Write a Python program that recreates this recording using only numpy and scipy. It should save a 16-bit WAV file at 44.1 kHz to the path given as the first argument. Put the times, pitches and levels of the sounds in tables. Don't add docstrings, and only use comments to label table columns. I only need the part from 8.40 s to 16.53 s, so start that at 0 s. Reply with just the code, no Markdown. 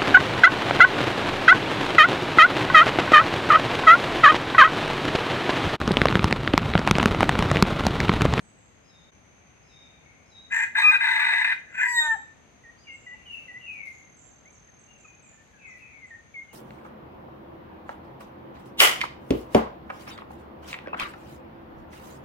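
import sys
import numpy as np
from scipy import signal
from scipy.fft import rfft, irfft, next_fast_len
from scipy.io import wavfile
from scipy.ndimage import uniform_filter1d, map_coordinates

SR = 44100
rng = np.random.default_rng(int(sys.argv[2]) if len(sys.argv) > 2 else 0)


def transcribe(signal):
    frames = np.atleast_2d(signal).T
    limited = np.clip(frames, -1, 1)
    pcm = np.round(limited * 32767).astype(np.int16)
    wavfile.write(sys.argv[1], SR, pcm)


N = 358533
TIME = np.arange(N) / SR
EDGE_DB = -40

# (frequency [Hz], relative level per Hz [dB])
AIR_SPECTRUM = [(15, -22), (25, -19), (54, 0), (86, 0.5), (258, -4), (376, -8.5), (505, -8), (818, -9),
                (911, -11.5), (2210, -14), (5080, -27.5), (6290, -29), (7190, -30), (15200, -47.5)]
# (time [s], level [dB])
AIR_LEVEL = [(0, -58), (4, -57.5), (8.13, -57.5)]
# (frequency [Hz], correlation [-1 to 1])
AIR_LIKENESS = [(40, .85), (100, .55), (290, .35), (700, .15), (2000, 0)]
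# (start [s], attack [s], hold [s], release [s], level [dB])
DRONE = (-1.6, 0.56, -1.8, 6, -53)
# (time [s], frequency [Hz], level [dB])
INSECT_HUM = [(0, 6400, -67.5), (.7, 6420, -69), (.72, 6255, -66), (2.05, 6340, -68), (5.5, 6300, -67),
              (7.3, 6350, -69), (8.13, 6400, -68.5)]
# (start [s], attack [s], release [s], level [dB])
LEAF_STIRS = [(-.01, .01, .2, -72), (4.63, 0.31, 0.95, -68.5), (5.05, 0.28, 0.52, -72),
              (5.44, 0.018, 0.39, -65), (6.95, 0.076, 0.74, -77), (7.27, .115, .27, -70.5),
              (7.89, 0.036, .5, -78)]
# (frequency [Hz], relative level per Hz [dB])
LEAF_SPECTRUM = [(2000, -25), (4000, 8), (8000, 1), (11000, 2.5), (13000, -5), (15300, -10)]
# (start [s], length [s], start pitch [Hz], held pitch [Hz], drop time [s], level [dB])
THIN_CALLS = [(0, 0.13, 8660, 7800, 0.018, -76), (0.158, 0.14, 8300, 7570, 0.01, -76),
              (4.518, 0.17, 8120, 7230, 0.033, -73.5), (5.515, 0.094, 7350, 6910, 0.013, -73),
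              (5.76, 0.16, 8660, 7230, 0.0096, -68), (6.115, 0.06, 8870, 5500, 0.02, -70),
              (6.385, 0.046, 9000, 6900, 0.022, -75), (6.578, 0.13, 7960, 6900, .02, -72.5),
              (6.822, 0.15, 8280, 7040, 0.018, -68), (7.265, 0.057, 8530, 5340, .022, -71),
              (7.656, 0.04, 8500, 6740, .02, -78)]
# (time [s], level [dB])
FLOCK_LEVEL = [(0, -89), (1.4, -79), (2.05, -83.5), (4.4, -85.5), (4.8, -74), (5.5, -82), (6, -94),
               (6.5, -82), (7.15, -84), (7.25, -71), (7.5, -72.5), (7.7, -86), (8.13, -90)]
# (start [s], note length [s], low note [Hz], high note level [dB], low note level [dB])
TWO_NOTE_CALLS = [(0.415, 0.2, 3684, -65, -58), (1.207, 0.3, 3683, -67, -57.5),
                  (1.829, .22, 3793, -68.5, -52)]
# (start [s], length [s], start pitch [Hz], held pitch [Hz], rise time [s], level [dB])
RISING_NOTE = [(4.354, 0.096, 3900, 5020, 0.022, -59.5)]
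# (from [s], to [s])
ECHO_GAP = (.705, 1.15)
# (start [s], fall [s], hold [s], return [s], depth [dB])
LEVEL_DIP = (.7, .012, .003, .008, -15)
# (start [s], length [s], start pitch [Hz], held pitch [Hz], drop time [s], level [dB])
SLURRED_WHISTLES = [(1.58, .25, 2275, 2139, .1, -72), (4.6, 0.26, 2890, 2740, 0.099, -68.5),
                    (4.43, 0.096, 3070, 2690, 0.032, -60), (4.85, 0.11, 3074, 2492, 0.084, -46.5),
                    (5.19, 0.33, 3005, 1933, 0.16, -50), (6.45, 0.13, 2930, 2600, .1, -70.5),
                    (6.635, 0.032, 2707, 2300, 0.031, -53.5), (6.8, 0.087, 2740, 2135, 0.068, -71),
                    (7.11, 0.067, 1806, 1520, 0.058, -68), (7.18, .18, 2756, 1895, 0.066, -57),
                    (7.19, 0.11, 2770, 2507, 0.029, -62.5), (7.38, 0.27, 2776, 1940, 0.16, -62.5),
                    (8.08, .05, 2990, 2830, .03, -64.5)]
# (start [s], attack [s], hold [s], release [s], level [dB], throat at start [Hz],
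# throat at end [Hz], then against the level: chest [dB], mouth [dB], nasal ring [dB], beak treble [dB])
SYLLABLES = [(2.097, 0.024, 0.12, 0.079, -24, 1743, 1700, -15, -5.5, -27, -17),
             (2.345, .009, .205, .025, -22, 1653, 1634, -5.5, -3, -6.5, -20),
             (2.59, .017, .522, .035, -26, 1668, 1670, -9, 1.5, -10, -25.5),
             (3.268, 0.15, 0.018, 0.18, -23, 1700, 1680, -19.5, -3, -33, -21)]
# (frequency [Hz], width of one pass [Hz])
THROAT_PLACES = [(1560, 102), (1680, 130), (1800, 76)]
# (frequency [Hz], width of one pass [Hz], relative level [dB])
CHEST_MODES = [(931, 170, 0.5), (735, 112, -11), (1234, 400, -4.5)]
MOUTH_MODES = [(2017, 117, -1), (2224, 250, -13), (2447, 108, -7.5), (3165, 240, -42)]
NASAL_MODES = [(3778, 126, 12), (3900, 230, -3)]
EASED_BEAK_MODES = [(4850, 440, -20), (6260, 220, -4.5), (7450, 410, 0), (8150, 220, -35),
                    (10130, 400, -16.5), (11480, 410, -20), (12400, 400, -26)]
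STRETCHED_BEAK_MODES = [(4830, 900, -34), (6370, 890, -0.5), (7030, 1040, -18), (7990, 117, 11),
                        (9500, 130, 1), (12060, 460, -13), (11700, 420, -9.5), (14000, 560, -24.5)]
# (start [s], attack [s], hold [s], release [s], partial 1 level [dB], partial 2 level [dB])
YELP_SWELLS = [(2.391, 0.054, 0.058, 0.042, -26, -17), (2.52, .025, .03, .009, -55, -24.5)]
# (partial number, level against partial 2 [dB])
YELP_UPPER = [(3, -34), (4, -39), (6, -44), (8, -48)]
# (start [s], attack [s], hold [s], release [s], level [dB])
FALL_SWELLS = [(3.37, 0.099, 0.293, 0.0069, -37.5), (3.33, .1, 0.316, 0.023, 1),
               (3.51, 0.065, 0.048, 0.1, -30), (3.38, 0.11, 0.1, 0.28, -34)]
# (time [s], frequency [Hz])
FALL_PITCH = [(3.39, 985), (3.46, 968), (3.51, 972), (3.55, 959), (3.62, 926), (3.745, 886), (3.77, 750)]
# (time [s], level [dB])
FALL_SECOND = [(3.43, -27.5), (3.538, -27.5), (3.552, -27.5), (3.59, -22), (3.618, -32), (3.712, -23),
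               (3.75, -28.5)]
# (start [s], attack [s], hold [s], release [s], level [dB])
UNEVEN_SWELLS = [(3.554, 0.068, 0.058, 0.014, -38), (3.676, 0.04, 0.027, 0.012, -41)]
# (multiple of a third of the pitch, level against their swell [dB])
THIRD_LINES = [(2, -19), (4, -6), (5, 1.5), (7, -12), (8, -11.5), (10, -21), (11, -17.5), (13, -15.5),
               (23, -19), (25, -16)]
# (multiple of half the pitch, level against their swell [dB])
HALF_LINES = [(1, -18.5), (3, -4), (5, -18), (7, -14), (9, -28), (17, -11.5)]
# (frequency [Hz], left minus right [dB])
CROW_LEFT = [(60, 4), (110, 2), (200, -7), (380, -9), (690, 5.5), (1280, -1.5), (2360, 3), (4350, -2),
             (8030, -5.5), (14800, 21)]
# (start [s], length [s], start pitch [Hz], held pitch [Hz], end pitch [Hz],
# drop time [s], level [dB])
PIPED_NOTES = [(4.236, 0.075, 2040, 1836, 1986, 0.0083, -52.5), (4.468, .1, 2430, 2110, 2214, 0.016, -47),
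               (4.663, 0.088, 2055, 1936, 2077, 0.0091, -45), (5.08, 0.11, 2050, 1920, 2114, 0.016, -44.5),
               (5.35, 0.066, 2010, 1950, 1930, .03, -65), (6.052, 0.041, 1947, 2350, 2390, 0.018, -57.5),
               (6.925, .03, 1770, 1750, 1770, .01, -64), (6.975, .055, 1755, 1784, 1800, .015, -62.5),
               (7.62, 0.044, 2140, 2040, 2010, 0.014, -48), (7.705, 0.054, 1990, 1790, 1910, 0.0079, -45),
               (7.94, 0.09, 2330, 2113, 2168, 0.016, -40.5)]
# (start [s], length [s], start pitch [Hz], held pitch [Hz], drop time [s], level [dB])
CLUCKS = [(4.735, 0.03, 875, 835, .025, -59), (6.28, 0.027, 2000, 1610, 0.03, -56),
          (6.645, 0.021, 1340, 1120, 0.022, -56.5), (7.285, 0.02, 1350, 1200, 0.022, -57)]
# (frequency [Hz], time to fall 60 dB [s])
TRUNK_DECAY = [(500, 0.61), (2000, 0.6), (4000, 0.59), (8000, 0.77), (14000, 0.25)]


def amp(db):
    return 10 ** (np.asarray(db) / 20)


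def unit(x):
    return x / np.sqrt(np.mean(x ** 2) + 1e-20)


def along(points, hz):
    f, v = np.transpose(points)
    return np.interp(np.log(hz + 1), np.log(f + 1), v)


def curves(rows):
    s, *cols = np.transpose(rows)
    return [np.interp(TIME, s, c) for c in cols]


def wobble(rate):
    knots = rng.standard_normal(int(N * rate / SR) + 4)
    return map_coordinates(knots, [TIME * rate], order=1)


def swell(s, attack, hold, release, db=0):
    corners = np.cumsum([s, attack, hold, release])
    return db + np.interp(TIME, corners, [EDGE_DB, 0, 0, EDGE_DB], -200, -200)


def filtered(x, response):
    m = next_fast_len(N + 8192)
    return irfft(rfft(x, m) * response(np.fft.rfftfreq(m, 1 / SR)), m)[..., :N]


def resonances(modes):
    def response(f):
        return sum(amp(db) * (1j * f * w / (c * c - f * f + 1j * f * w)) ** 2 for c, w, db in modes)
    return response


def partials(turns, levels):
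    return sum(np.sqrt(2) * amp(db) * np.sin(2 * np.pi * k * turns) for k, db in levels)


def scatter(t60):
    hz, t, z = signal.stft(rng.standard_normal((2, SR)), SR, nperseg=256)
    tail = signal.istft(z * amp(-60 * t / t60(hz)[:, None]), SR, nperseg=256)[1]
    return tail / np.linalg.norm(tail[0])


def placed(x, left_db, lead_ms, near_db, wet_db, gap_ms):
    side = np.array([[1], [-1]]) / 2
    answer = scatter(lambda hz: along(TRUNK_DECAY, hz))
    trunks = amp(wet_db) * np.roll(answer, int(gap_ms * SR / 1000), axis=1)
    bushes = amp(near_db) * scatter(lambda hz: 0.24 + 0 * hz)
    heard = x + signal.fftconvolve(x[None], bushes + trunks, axes=1)[:, :N]

    def microphones(f):
        return amp(side * along(left_db, f)) * np.exp(2j * np.pi * f * side * lead_ms / 1000)
    return filtered(heard, microphones)


def calls(rows, rise, fade, flutter_db, waver, turn=.2):
    song = np.zeros(N + SR)
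    unsteady = 1 + waver * wobble(200)
    for s, length, start_hz, *held_end_hz, drop, db in rows:
        held_hz, end_hz = held_end_hz[0], held_end_hz[-1]
        first = int(s * SR)
        t = np.arange(int(length * SR)) / SR
        glide_hz = (start_hz - held_hz) * np.exp(-t / drop)
        bend_hz = (end_hz - held_hz) * np.exp((t - length) / (turn * length))
        hz = (held_hz + glide_hz + bend_hz) * unsteady[first:][:len(t)]
        shape = np.clip(np.minimum(t / rise, (length - t) / (fade * length)), 0, 1)
        song[first:][:len(t)] += shape * partials(np.cumsum(hz) / SR, [(1, db)])
    return song[:N] * amp(flutter_db * wobble(110))


def rumble():
    def turn(f):
        return np.arccos(np.clip(along(AIR_LIKENESS, f), -1, 1)) / 2

    def shares(f):
        return amp(along(AIR_SPECTRUM, f)) * [np.cos(turn(f)), np.sin(turn(f))]
    mid, side = filtered(rng.standard_normal((2, N)), shares)
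    level_db = curves(AIR_LEVEL)[0] + .5 * wobble(0.86)
    return unit(np.array([mid + side, mid - side])) * amp(level_db)


def drone():
    tone = unit(filtered(rng.standard_normal(N), resonances([(179, 75, -3), (633, 99, -13)])))
    return amp(swell(*DRONE)) * tone


def air():
    side = np.array([[1], [-1]]) / 2
    both = rumble() + drone()
    return amp(3 * side) * filtered(both, lambda f: np.exp(2j * np.pi * f * side * 0.24 / 1000))


def blurred(width_hz):
    noise = rng.standard_normal((2, 2, N))
    real, imaginary = filtered(noise, lambda f: np.exp(-(f / width_hz) ** 2))
    return real + 1j * imaginary


def insect_hum():
    hz, db = curves(INSECT_HUM)
    hum = unit(np.real(blurred(313) * np.exp(2j * np.pi * np.cumsum(hz) / SR)))
    return amp(db + 0.45 * wobble(3.57) + [[-1.5], [1.5]]) * hum


def leaves():
    grains = rng.standard_normal((2, N)) * amp(2.1 * wobble(900) + 0.7 * wobble(54))
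    crackle = unit(filtered(grains, lambda f: amp(along(LEAF_SPECTRUM, f))))
    return crackle * sum(amp(swell(s, attack, 0, release, db)) for s, attack, release, db in LEAF_STIRS)


def thin_caller():
    song = calls(THIN_CALLS, rise=0.01, fade=0.29, flutter_db=-1, waver=0.02)
    return placed(song, [(0, -8)], lead_ms=-0.322, near_db=6, wet_db=1.5, gap_ms=12)


def far_flock():
    voices = []
    for _ in range(10):
        turns = np.cumsum(2300 + 270 * wobble(25)) / SR
        voices.append(partials(turns, [(1, 3 * wobble(16))]))
    flock = unit(sum(voices)) * amp(curves(FLOCK_LEVEL)[0])
    return placed(flock, [(0, 2.7)], lead_ms=0.22, near_db=2.5, wet_db=12, gap_ms=15)


def two_note_bird():
    highs, lows = [], []
    for s, length, low_hz, high_db, low_db in TWO_NOTE_CALLS:
        highs.append((s, length, 4950, 5120, .016, high_db))
        lows.append((s + .07, length, 4400, low_hz, .016, low_db))
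    song = calls(highs + lows + RISING_NOTE, rise=0.11, fade=1.0, flutter_db=2.5, waver=0.011)
    heard = placed(song, [(0, 2.3)], lead_ms=0.24, near_db=0.5, wet_db=-0.5, gap_ms=25)
    return heard * ((TIME < ECHO_GAP[0]) | (TIME > ECHO_GAP[1]))


def slurred_whistler():
    song = calls(SLURRED_WHISTLES, rise=0.045, fade=0.14, flutter_db=3, waver=0.018)
    return placed(song, [(0, 3.8)], lead_ms=0.41, near_db=7.0, wet_db=2.5, gap_ms=30)


def steadied(x, span=0.032):
    power = np.abs(uniform_filter1d(x ** 2, int(span * SR)))
    return unit(x / np.sqrt(power + 1e-20))


def hoarse():
    chaos = np.clip(.3 + .15 * wobble(35), .12, .5)
    cycles = np.cumsum(960 * (1 + chaos * wobble(700))) / SR
    slaps = np.diff(np.floor(cycles), prepend=0) * amp(1.9 * wobble(300) + 4.4 * wobble(130))
    source = unit(slaps) + .3 * rng.standard_normal(N)

    def ring(modes):
        return steadied(filtered(source, resonances(modes)))
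    places = [hz for hz, _ in THROAT_PLACES]
    throats = [ring([(hz, width, 0)]) for hz, width in THROAT_PLACES]
    chest, mouth, nose = ring(CHEST_MODES), ring(MOUTH_MODES), ring(NASAL_MODES)
    eased, stretched = ring(EASED_BEAK_MODES), ring(STRETCHED_BEAK_MODES)

    trade_db = 1 * wobble(20)
    locked = amp(swell(*YELP_SWELLS[0][:4])) ** .5
    locked_db = -11.5 * locked
    voice = np.zeros(N)
    for row, beak in zip(SYLLABLES, (eased, stretched, stretched, eased)):
        s, attack, hold, release, db, start_hz, end_hz, chest_db, mouth_db, nose_db, beak_db = row
        end = s + attack + hold + release
        peak_hz = np.interp(TIME, [s, end], [start_hz, end_hz]) + 50 * wobble(20)
        throat = 0
        for share, x in zip(np.eye(len(places)), throats):
            throat = throat + np.sqrt(np.interp(peak_hz, places, share)) * x
        opening = np.exp(-np.abs(TIME - s) / 0.018)
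        closing = np.exp(-np.abs(end - TIME) / 0.13)
        shut_db = -22.5 * (opening + closing / 2)
        late = amp(chest_db) * chest + amp(nose_db) * nose + amp(beak_db - 0.45 * locked_db) * beak
        parts = amp(-trade_db) * throat + amp(mouth_db + trade_db) * mouth + amp(shut_db) * late
        voice += amp(swell(s, attack, hold, release, db) + locked_db) * parts
    return voice


def yelp():
    first = np.max([swell(*row[:4], row[-2]) for row in YELP_SWELLS], axis=0)
    second = np.max([swell(*row[:4], row[-1]) for row in YELP_SWELLS], axis=0)
    hz = 1229 + 60 * (TIME - YELP_SWELLS[0][0])
    turns = np.cumsum(hz * (1 + 0.0049 * wobble(250))) / SR
    upper = [(k, second + db) for k, db in YELP_UPPER]
    return partials(turns, [(1, first), (2, second)] + upper)


def fall():
    first, second, fourth, high_db = (swell(*row) for row in FALL_SWELLS)
    second = second + curves(FALL_SECOND)[0]
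    turns = np.cumsum(curves(FALL_PITCH)[0] * (1 + 0.0031 * wobble(150))) / SR
    thirds_db, halves_db = (swell(*row) for row in UNEVEN_SWELLS)
    levels = [(1, first), (2, second), (3, second - 36), (4, fourth)]
    levels += [(k / 3, thirds_db + db) for k, db in THIRD_LINES]
    levels += [(k / 2, halves_db + db) for k, db in HALF_LINES]
    high_levels = [(k, high_db + 3 * wobble(60)) for k in range(5, 13)]
    high = partials(turns + 0.0071 * wobble(500), high_levels)
    hiss = amp(high_db + 4.5) * rng.standard_normal(N)
    return partials(turns, levels) + filtered(high + hiss, resonances(EASED_BEAK_MODES))


def rooster():
    crow = hoarse() + yelp() + fall()
    return placed(crow, CROW_LEFT, lead_ms=0.12, near_db=-3.5, wet_db=-19, gap_ms=25)


def piper():
    song = calls(PIPED_NOTES, rise=0.004, fade=0.12, turn=0.226, flutter_db=1.5, waver=0.0066)
    return placed(song, [(0, 1.9)], lead_ms=0.57, near_db=-3.7, wet_db=-12, gap_ms=44)


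def clucker():
    song = calls(CLUCKS, rise=.006, fade=0.4, flutter_db=-2.5, waver=0.0089)
    return placed(song, [(0, 1.5)], lead_ms=0.17, near_db=-25, wet_db=-21, gap_ms=11)


def insect_trill():
    strength = 0.53 + unit(np.abs(blurred(60)))
    wing = np.real(strength * np.exp(2j * np.pi * 6340 * TIME + 1.2j * wobble(88)))
    beats = np.clip(0.9 + np.cos(2 * np.pi * 41.8 * (TIME - 6.06)), 0, None)
    level_db = swell(4.8, attack=.8, hold=1.22, release=.1, db=-63)
    return amp(level_db + [[-3], [3]]) * unit(wing * beats)


def scene():
    ground = air() + insect_hum() + leaves() + insect_trill()
    birds = thin_caller() + far_flock() + two_note_bird() + slurred_whistler() + piper() + clucker()
    return ground + birds + rooster()


def record(dry):
    dip_db = LEVEL_DIP[-1] * amp(swell(*LEVEL_DIP[:-1])) ** .5
    return filtered(dry * amp(dip_db), lambda f: (f < 15350) / np.sqrt(1 + (46 / (f + 1)) ** 5))


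dry = scene()
out = record(dry)
transcribe(out)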